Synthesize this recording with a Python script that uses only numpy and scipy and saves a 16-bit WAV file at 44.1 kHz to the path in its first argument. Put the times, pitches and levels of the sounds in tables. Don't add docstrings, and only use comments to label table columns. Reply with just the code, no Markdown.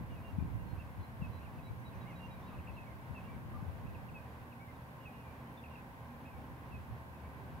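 import sys
import numpy as np
from scipy import signal
from scipy.fft import rfft, irfft
from scipy.io import wavfile

SR = 44100
rng = np.random.default_rng(int(sys.argv[2]) if len(sys.argv) > 2 else 0)


def to_wav(sig):
    pcm = np.clip(np.atleast_2d(sig), -1, 1) * 32767
    pcm = np.round(pcm).astype(np.int16)
    wavfile.write(sys.argv[1], SR, pcm.T)


N = 335160
T = np.arange(N) / SR
FREQS = np.maximum(np.arange(N // 2 + 1) * SR / N, 1)
LEFT_RIGHT = np.array([[1], [-1]])


def undb(db):
    return 10 ** (np.asarray(db) / 20)


def noise(gain):
    x = irfft(rfft(rng.standard_normal(N)) * gain, N)
    return x / np.std(x)


def colour(points):
    hz, db = np.transpose(points)
    gain = undb(np.interp(np.log(FREQS), np.log(hz), db))
    low_slope = np.minimum(FREQS / hz[0], 1) ** 2
    high_slope = np.minimum(hz[-1] / FREQS, 1) ** 2
    return gain * low_slope * high_slope


def walk(rate_hz):
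    return noise(np.exp(-(FREQS / max(rate_hz, 1)) ** 2))


# pitch_hz [Hz], density_db [dB per Hz]
RUMBLE_COLOUR = [(20, -38), (35, -18), (55, -5.5), (85, 2.5), (130, -3.5), (200, -11), (330, -20.5),
                 (600, -36.5), (1500, -77)]
# time_s [s], level_db [dB]
BREEZE_LEVEL = [(0.0, -45), (0.17, -50), (0.36, -50), (0.51, -47.5), (0.97, -50.5), (3.22, -53),
                (3.85, -47.5), (4.38, -56.5), (5.31, -58.5), (7.6, -54)]
# [dB, left minus right]
GUST_SWELLS = [(.01, .06, -41, 5), (0.133, 0.049, -37, -9), (0.397, 0.12, -35.5, 10),
               (0.554, 0.18, -34, -14), (0.685, 0.13, -36, -20), (0.997, 0.046, -42, 3),
               (1.225, 0.041, -39, 2), (1.29, .09, -41.5, -13), (1.584, 0.061, -46, 7),
               (1.717, 0.042, -40, 10), (1.902, 0.29, -47.5, -10), (2.05, 0.036, -45, -4),
               (2.594, 0.044, -44.5, -3), (2.727, 0.048, -43, 9), (2.81, 0.033, -44, -8),
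               (3.12, .05, -41.5, 16), (3.48, 0.41, -44.5, 10), (3.653, 0.091, -42, 8),
               (3.903, 0.15, -43.5, -14), (4.12, 0.042, -43, 9), (4.43, 0.046, -52, 0),
               (6.386, 0.068, -47, 1), (6.52, .04, -45, -8), (6.758, 0.18, -49, 2), (6.92, 0.058, -45, -2),
               (7.554, 0.057, -46, 6)]


def wind(calm_db=-53, ceiling_db=-37, breeze_trim_db=1.0, rumble_trim_db=-0.05,
         flutter_db=0.73, flutter_rate_hz=14):
    power = undb(breeze_trim_db + np.interp(T, *np.transpose(BREEZE_LEVEL))) ** 2
    for peak_s, reach_s, level_db, pan_db in GUST_SWELLS:
        swell = np.exp(-2 * ((T - peak_s) / reach_s) ** 2)
        port_gain = undb(level_db + np.minimum(LEFT_RIGHT * pan_db, 0))
        power = power + (swell * port_gain) ** 2
    pressure = power / np.sqrt(power + undb(calm_db) ** 2)
    pressure = pressure / np.hypot(1, pressure / undb(ceiling_db))
    ports = [noise(colour(RUMBLE_COLOUR)) * undb(flutter_db * walk(flutter_rate_hz)) for _ in range(2)]
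    return np.array(ports) * pressure * undb(rumble_trim_db)


# centre_s [s], half_length_ms [ms],
# level_db [dB before the knock trim], side [0 left to 1 right]
EDDY_KNOCKS = [(0.0122, 1.25, -29, 0.18), (.3871, 1.5, -15.5, 0.024), (0.4127, 2.6, -24, 0),
               (0.426, 1.32, -20, 0), (.437, 1.2, -29, 1), (0.454, 1.5, -29, 0.015), (0.5451, 2, -27, 0.82),
               (0.5554, 2.5, -25, 0.97), (0.734, 2.5, -24.5, 1), (0.9933, 2.7, -34, 0.15),
               (1.224, 1.75, -19, 0.23), (1.299, 2.4, -34, 0.88), (3.111, 1.74, -25, 0),
               (3.367, 1.3, -33, 0.054), (3.629, 1.4, -30, 0.41), (3.857, 1.3, -28.5, 0.89),
               (3.8816, 2.8, -31, 0.82), (6.93, 1.8, -28.5, .7)]


def knocks(skirt=0.34, trim_db=-3.6):
    out = np.zeros((2, N))
    for centre_s, half_length_ms, level_db, side in EDDY_KNOCKS:
        u = (T - centre_s) * 1000 / half_length_ms
        near = np.abs(u) < 10
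        u = u[near]
        cycle = u * np.exp((1 - u ** 2) / 2)
        slow_cycle = u / 2 * np.exp((1 - (u / 2) ** 2) / 2)
        angle = np.clip(side, 0, 1) * np.pi / 2
        port_gains = [np.cos(angle), np.sin(angle)]
        out[:, near] += undb(level_db + trim_db) * np.outer(port_gains, cycle - skirt * slow_cycle)
    return out


def birds(song_trim_db=-0.77, quaver=0.0045, shimmer_db=2, port_lag_s=.00004):
    out = np.zeros((2, N))
    pitch_wobble = 1 + quaver * walk(110)
    shimmer = undb(shimmer_db * walk(70))
    notes = warble() + whistlers() + peeps() + trill() + far_birds()
    for start_s, length_s, middle_hz, glide_hz, arch_hz, level_db, pan_db in notes:
        span = slice(max(int(start_s * SR), 0), min(int((start_s + length_s) * SR), N))
        u = np.linspace(0, 1, span.stop - span.start)
        hz = middle_hz + glide_hz * (u - .5) - arch_hz * (2 * u - 1) ** 2
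        hz = hz * pitch_wobble[span]
        phase = 2 * np.pi * (np.cumsum(hz) / SR + LEFT_RIGHT * hz * port_lag_s / 2)
        swell = np.abs(np.sin(np.pi * u)) ** 0.44 * shimmer[span]
        out[:, span] += np.sin(phase) * swell * undb(song_trim_db + level_db + LEFT_RIGHT * pan_db / 2)
    return out



# start_s [s], length_s [s], glide_hz [Hz], level_db [dB before song trim]
WARBLE_FLICKS = [(.775, 0.028, 300, -59), (1.406, .035, 600, -63), (1.444, 0.03, -600, -60.5),
                 (1.584, 0.019, -300, -60), (1.922, .028, -400, -63), (2.529, .016, 250, -64),
                 (2.544, .015, -300, -57.5), (2.584, 0.017, -400, -57.5), (2.593, .014, 400, -60),
                 (2.671, 0.0081, -400, -55), (3.204, 0.0087, -500, -59), (3.859, .023, 420, -62),
                 (3.887, .018, -400, -63), (3.942, 0.024, -500, -59.5), (4.085, 0.0195, -520, -58),
                 (4.521, .012, -400, -58.5), (5.052, .016, 250, -58), (5.636, 0.017, -480, -56.5),
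                 (5.655, .014, -410, -57), (5.754, .014, -450, -57), (6.252, 0.018, 350, -57),
                 (6.29, .014, -350, -64), (7.156, .012, -300, -62.5)]
# start_s [s], length_s [s], middle_hz [Hz], level_db [dB before song trim]
WARBLE_SLURS = [(0.149, 0.05, 2560, -65), (0.799, 0.027, 2630, -57), (1.216, 0.0516, 2616, -54.5),
                (2.109, .051, 2530, -62.5), (2.475, 0.037, 2630, -62.5), (2.682, 0.025, 2620, -56),
                (2.766, 0.033, 2650, -56.5), (2.798, 0.043, 2560, -63), (3.147, 0.05, 2626, -52.5),
                (4.14, .055, 2544, -52.5), (5.055, .036, 2530, -52.5), (5.194, 0.058, 2520, -67),
                (5.77, .033, 2590, -64), (6.263, .028, 2580, -58), (6.716, 0.056, 2570, -54.5)]


def warble(flick_hz=2600, flick_arch_hz=25, slur_glide_hz=-230, slur_arch_hz=-35, pan_db=-2.5):
    flicks = [(start_s, length_s, flick_hz, glide_hz, flick_arch_hz, level_db, pan_db)
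              for start_s, length_s, glide_hz, level_db in WARBLE_FLICKS]
    slurs = [(start_s, length_s, middle_hz, slur_glide_hz, slur_arch_hz, level_db, pan_db)
             for start_s, length_s, middle_hz, level_db in WARBLE_SLURS]
    return flicks + slurs


# start_s [s], length_s [s], middle_hz [Hz], level_db [dB before song trim]
HELD_NOTES = [(.1, .06, 2835, -71), (.231, 0.089, 2790, -64.5), (2.07, 0.063, 2820, -67),
              (2.193, 0.077, 2780, -59.5), (3.24, .052, 2775, -70), (4.997, 0.066, 2850, -70),
              (5.115, 0.13, 2816, -71.5), (5.701, .067, 2750, -69)]
# start_s [s], length_s [s], middle_hz [Hz], glide_hz [Hz], level_db [dB before song trim]
GLIDING_WHISTLES = [(.374, .069, 2420, -110, -66), (1.657, 0.058, 2280, 120, -66),
                    (2.055, .035, 2170, 320, -63), (2.08, 0.037, 2200, -320, -56),
                    (2.283, .12, 2397, -100, -67), (2.415, .035, 3580, 250, -69),
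                    (2.522, 0.041, 1208, -40, -57), (2.735, .035, 4060, -400, -74),
                    (2.845, 0.094, 2180, -360, -65), (3.28, 0.053, 2340, 20, -63),
                    (3.325, 0.035, 2220, -230, -62), (3.538, 0.039, 1203, -20, -51),
                    (4.595, 0.05, 2280, 200, -59), (4.677, .04, 2080, -100, -61.5),
                    (5.248, .089, 2385, -100, -64), (5.57, .018, 3560, -100, -63),
                    (5.586, .018, 3480, -500, -65), (6.309, 0.071, 2320, -180, -65),
                    (7.211, .083, 2270, 80, -69)]
WHISTLE_ARCH_HZ = 25


def whistlers(held_glide_hz=-54, held_pan_db=-12.5):
    held = [(start_s, length_s, middle_hz, held_glide_hz, 0, level_db, held_pan_db)
            for start_s, length_s, middle_hz, level_db in HELD_NOTES]
    whistles = [(start_s, length_s, middle_hz, glide_hz, WHISTLE_ARCH_HZ, level_db, 0)
                for start_s, length_s, middle_hz, glide_hz, level_db in GLIDING_WHISTLES]
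    return held + whistles


def peeps(count=9, start_s=.665, slow_gap_s=.326, fast_gap_s=.15, quicken_note=2.85, quicken_notes=.35,
          first_hz=4185, last_hz=3816, settle_notes=2.5, arch_hz=-20,
          base_db=-65, loudest_note=3.4, fade_db=.22, shy_db=-7.5, shy_notes=2.1,
          min_length_s=0.023, gap_share=0.18):
    k = np.arange(count)
    quickness = 1 + np.exp((k - quicken_note) / quicken_notes)
    gaps_s = fast_gap_s + (slow_gap_s - fast_gap_s) / quickness
    starts_s = start_s + np.cumsum(gaps_s) - gaps_s
    pitches_hz = last_hz + (first_hz - last_hz) * np.exp(-k / settle_notes)
    levels_db = base_db - fade_db * (k - loudest_note) ** 2
    levels_db = levels_db + shy_db / (1 + (k / shy_notes) ** 6)
    return [(s, min_length_s + gap_share * gap_s, hz, 0, arch_hz, db, 0)
            for s, gap_s, hz, db in zip(starts_s, gaps_s, pitches_hz, levels_db)]


def trill(count=5, start_s=1.785, gap_s=.151, length_s=.045, first_hz=6015, sag_hz_per_s=160,
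          level_db=-79.5, pan_db=-2):
    return [(start_s + t, length_s, first_hz - sag_hz_per_s * t, 0, 0, level_db, pan_db)
            for t in gap_s * np.arange(count)]


def far_birds(count=22, centre_hz=2600, spread_octaves=.22, glide_hz=300, length_s=.045,
              level_db=-72, spread_db=2, pan_db=4):
    starts_s = rng.uniform(0, T[-1] - .2, count)
    chance = rng.standard_normal((count, 5))
    return [(start_s, length_s * 2 ** (a / 2), centre_hz * 2 ** (spread_octaves * b), glide_hz * c,
             WHISTLE_ARCH_HZ, level_db + spread_db * d, pan_db * e)
            for start_s, (a, b, c, d, e) in zip(starts_s, chance)]


def tree_line(song, echo_db=-6, t60_s=0.31, build_s=0.0054):
    t = T[:SR]
    decay = undb(-60 * t / t60_s)
    scatter = rng.standard_normal((2, SR)) * decay * (1 - np.exp(-t / build_s))
    scatter /= np.sqrt(np.sum(scatter ** 2, axis=1, keepdims=True))
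    tail = signal.fftconvolve(song.mean(axis=0)[None], scatter, axes=1)[:, :N]
    return song + undb(echo_db) * tail


# start_s [s], end_s [s], start_hz [Hz], end_hz [Hz], level_db [peak dB before waver]
ENGINE_NOTES = [(2.049, 3.001, 176.5, 196.8, -54), (4.884, 6.49, 235, 235.9, -60.5),
                (5.39, 8.2, 76.83, 75.06, -55.5), (7.05, 7.8, 404.6, 399, -67)]


def engines(drift=0.00371, waver_db=1.0):
    out = np.zeros(N)
    for start_s, end_s, start_hz, end_hz, level_db in ENGINE_NOTES:
        u = np.clip((T - start_s) / (end_s - start_s), 0, 1)
        hz = start_hz + (end_hz - start_hz) * np.sin(np.pi / 2 * u)
        hz = hz * (1 + drift * walk(3.33))
        swell = np.sqrt(np.abs(np.sin(np.pi * u))) * undb(level_db + waver_db * walk(7.1))
        out += swell * np.sin(2 * np.pi * np.cumsum(hz) / SR)
    return out


# pitch_hz [Hz], density_db [dB per Hz]
RUSH_MID_COLOUR = [(30, -3.5), (60, 4.5), (130, 7.5), (260, 3.5), (350, -4.5), (750, -4), (1090, -3),
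                   (1240, -11.5), (1900, -15.5), (2650, -18.5), (3050, -23), (5000, -32.5), (9000, -45)]
# pitch_hz [Hz], density_db [dB per Hz]
RUSH_SIDE_COLOUR = [(30, -10), (70, -11), (300, 1.5), (500, -0.5), (740, 0), (860, 4), (1200, 1.5),
                    (1800, 1.5), (1970, 3), (2160, -10.5), (2350, -5), (3100, -13), (5000, -21.5),
                    (9000, -44)]
# time_s [s], level_db [dB]
RUSH_LEVEL_CURVE = [(0, -59), (1.2, -59), (2.6, -58), (4.4, -58.5), (6, -58.5), (7.6, -58)]
# pitch_hz [Hz], width_hz [Hz], level_db [dB rms before the drone trim]
DRONE_BANDS = [(78, 6.4, -59), (120.6, 11.4, -58), (151.5, 18, -63.5), (235.2, 11, -64.5),
               (264.3, 8, -70.5), (370.6, 14, -77.5), (522, 92, -67), (665.7, 10, -71), (788, 42, -68),
               (913.4, 68, -66.5), (1022, 65, -66.5), (1556, 146, -72)]


def far_traffic(mid_trim_db=5.5, side_trim_db=-2, drone_trim_db=-2.0, drone_side=0.12, waver_db=0.68,
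                pan_db=-0.8, approach_db=2):
    level_db = np.interp(T, *np.transpose(RUSH_LEVEL_CURVE))
    mid = noise(colour(RUSH_MID_COLOUR)) * undb(mid_trim_db + 0.93 * walk(5.2))
    side = noise(colour(RUSH_SIDE_COLOUR)) * undb(side_trim_db + 0.48 * walk(6))
    rush = (mid + LEFT_RIGHT * side) * undb(level_db)

    band_power, drone_power = 0, 0
    for hz, width_hz, band_db in DRONE_BANDS:
        resonance = (1 + (2 * (FREQS - hz) / width_hz) ** 2) ** 2
        band_power = band_power + undb(band_db) ** 2 / width_hz / resonance
        drone_power += undb(band_db) ** 2
    bands = np.sqrt(band_power)
    drone = (noise(bands) + drone_side * LEFT_RIGHT * noise(bands)) * np.sqrt(drone_power)
    approach = approach_db * (T / T[-1] - .5)
    drone *= undb(drone_trim_db + waver_db * walk(3.3) + approach)
    return (rush + drone) * undb(LEFT_RIGHT * pan_db / 2)


def scene():
    return wind() + knocks() + tree_line(birds()) + engines() + far_traffic()


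# pitch_hz [Hz], density_db [dB per Hz]
HISS_COLOUR = [(1000, -13), (5000, -5.5), (8500, -4), (10500, 0.5), (13000, 1.5), (16000, 0.5)]


def record(dry, hiss_db=-71.0, low_cut_hz=24, top_hz=15750):
    dry = irfft(rfft(dry) / (1 + (low_cut_hz / FREQS) ** 4), N)
    hiss = np.array([noise(colour(HISS_COLOUR)) for _ in range(2)]) * undb(hiss_db)
    top_cut = signal.ellip(12, .1, 70, top_hz, fs=SR, output="sos")
    return signal.sosfilt(top_cut, dry + hiss)


dry = scene()
out = record(dry)
to_wav(out)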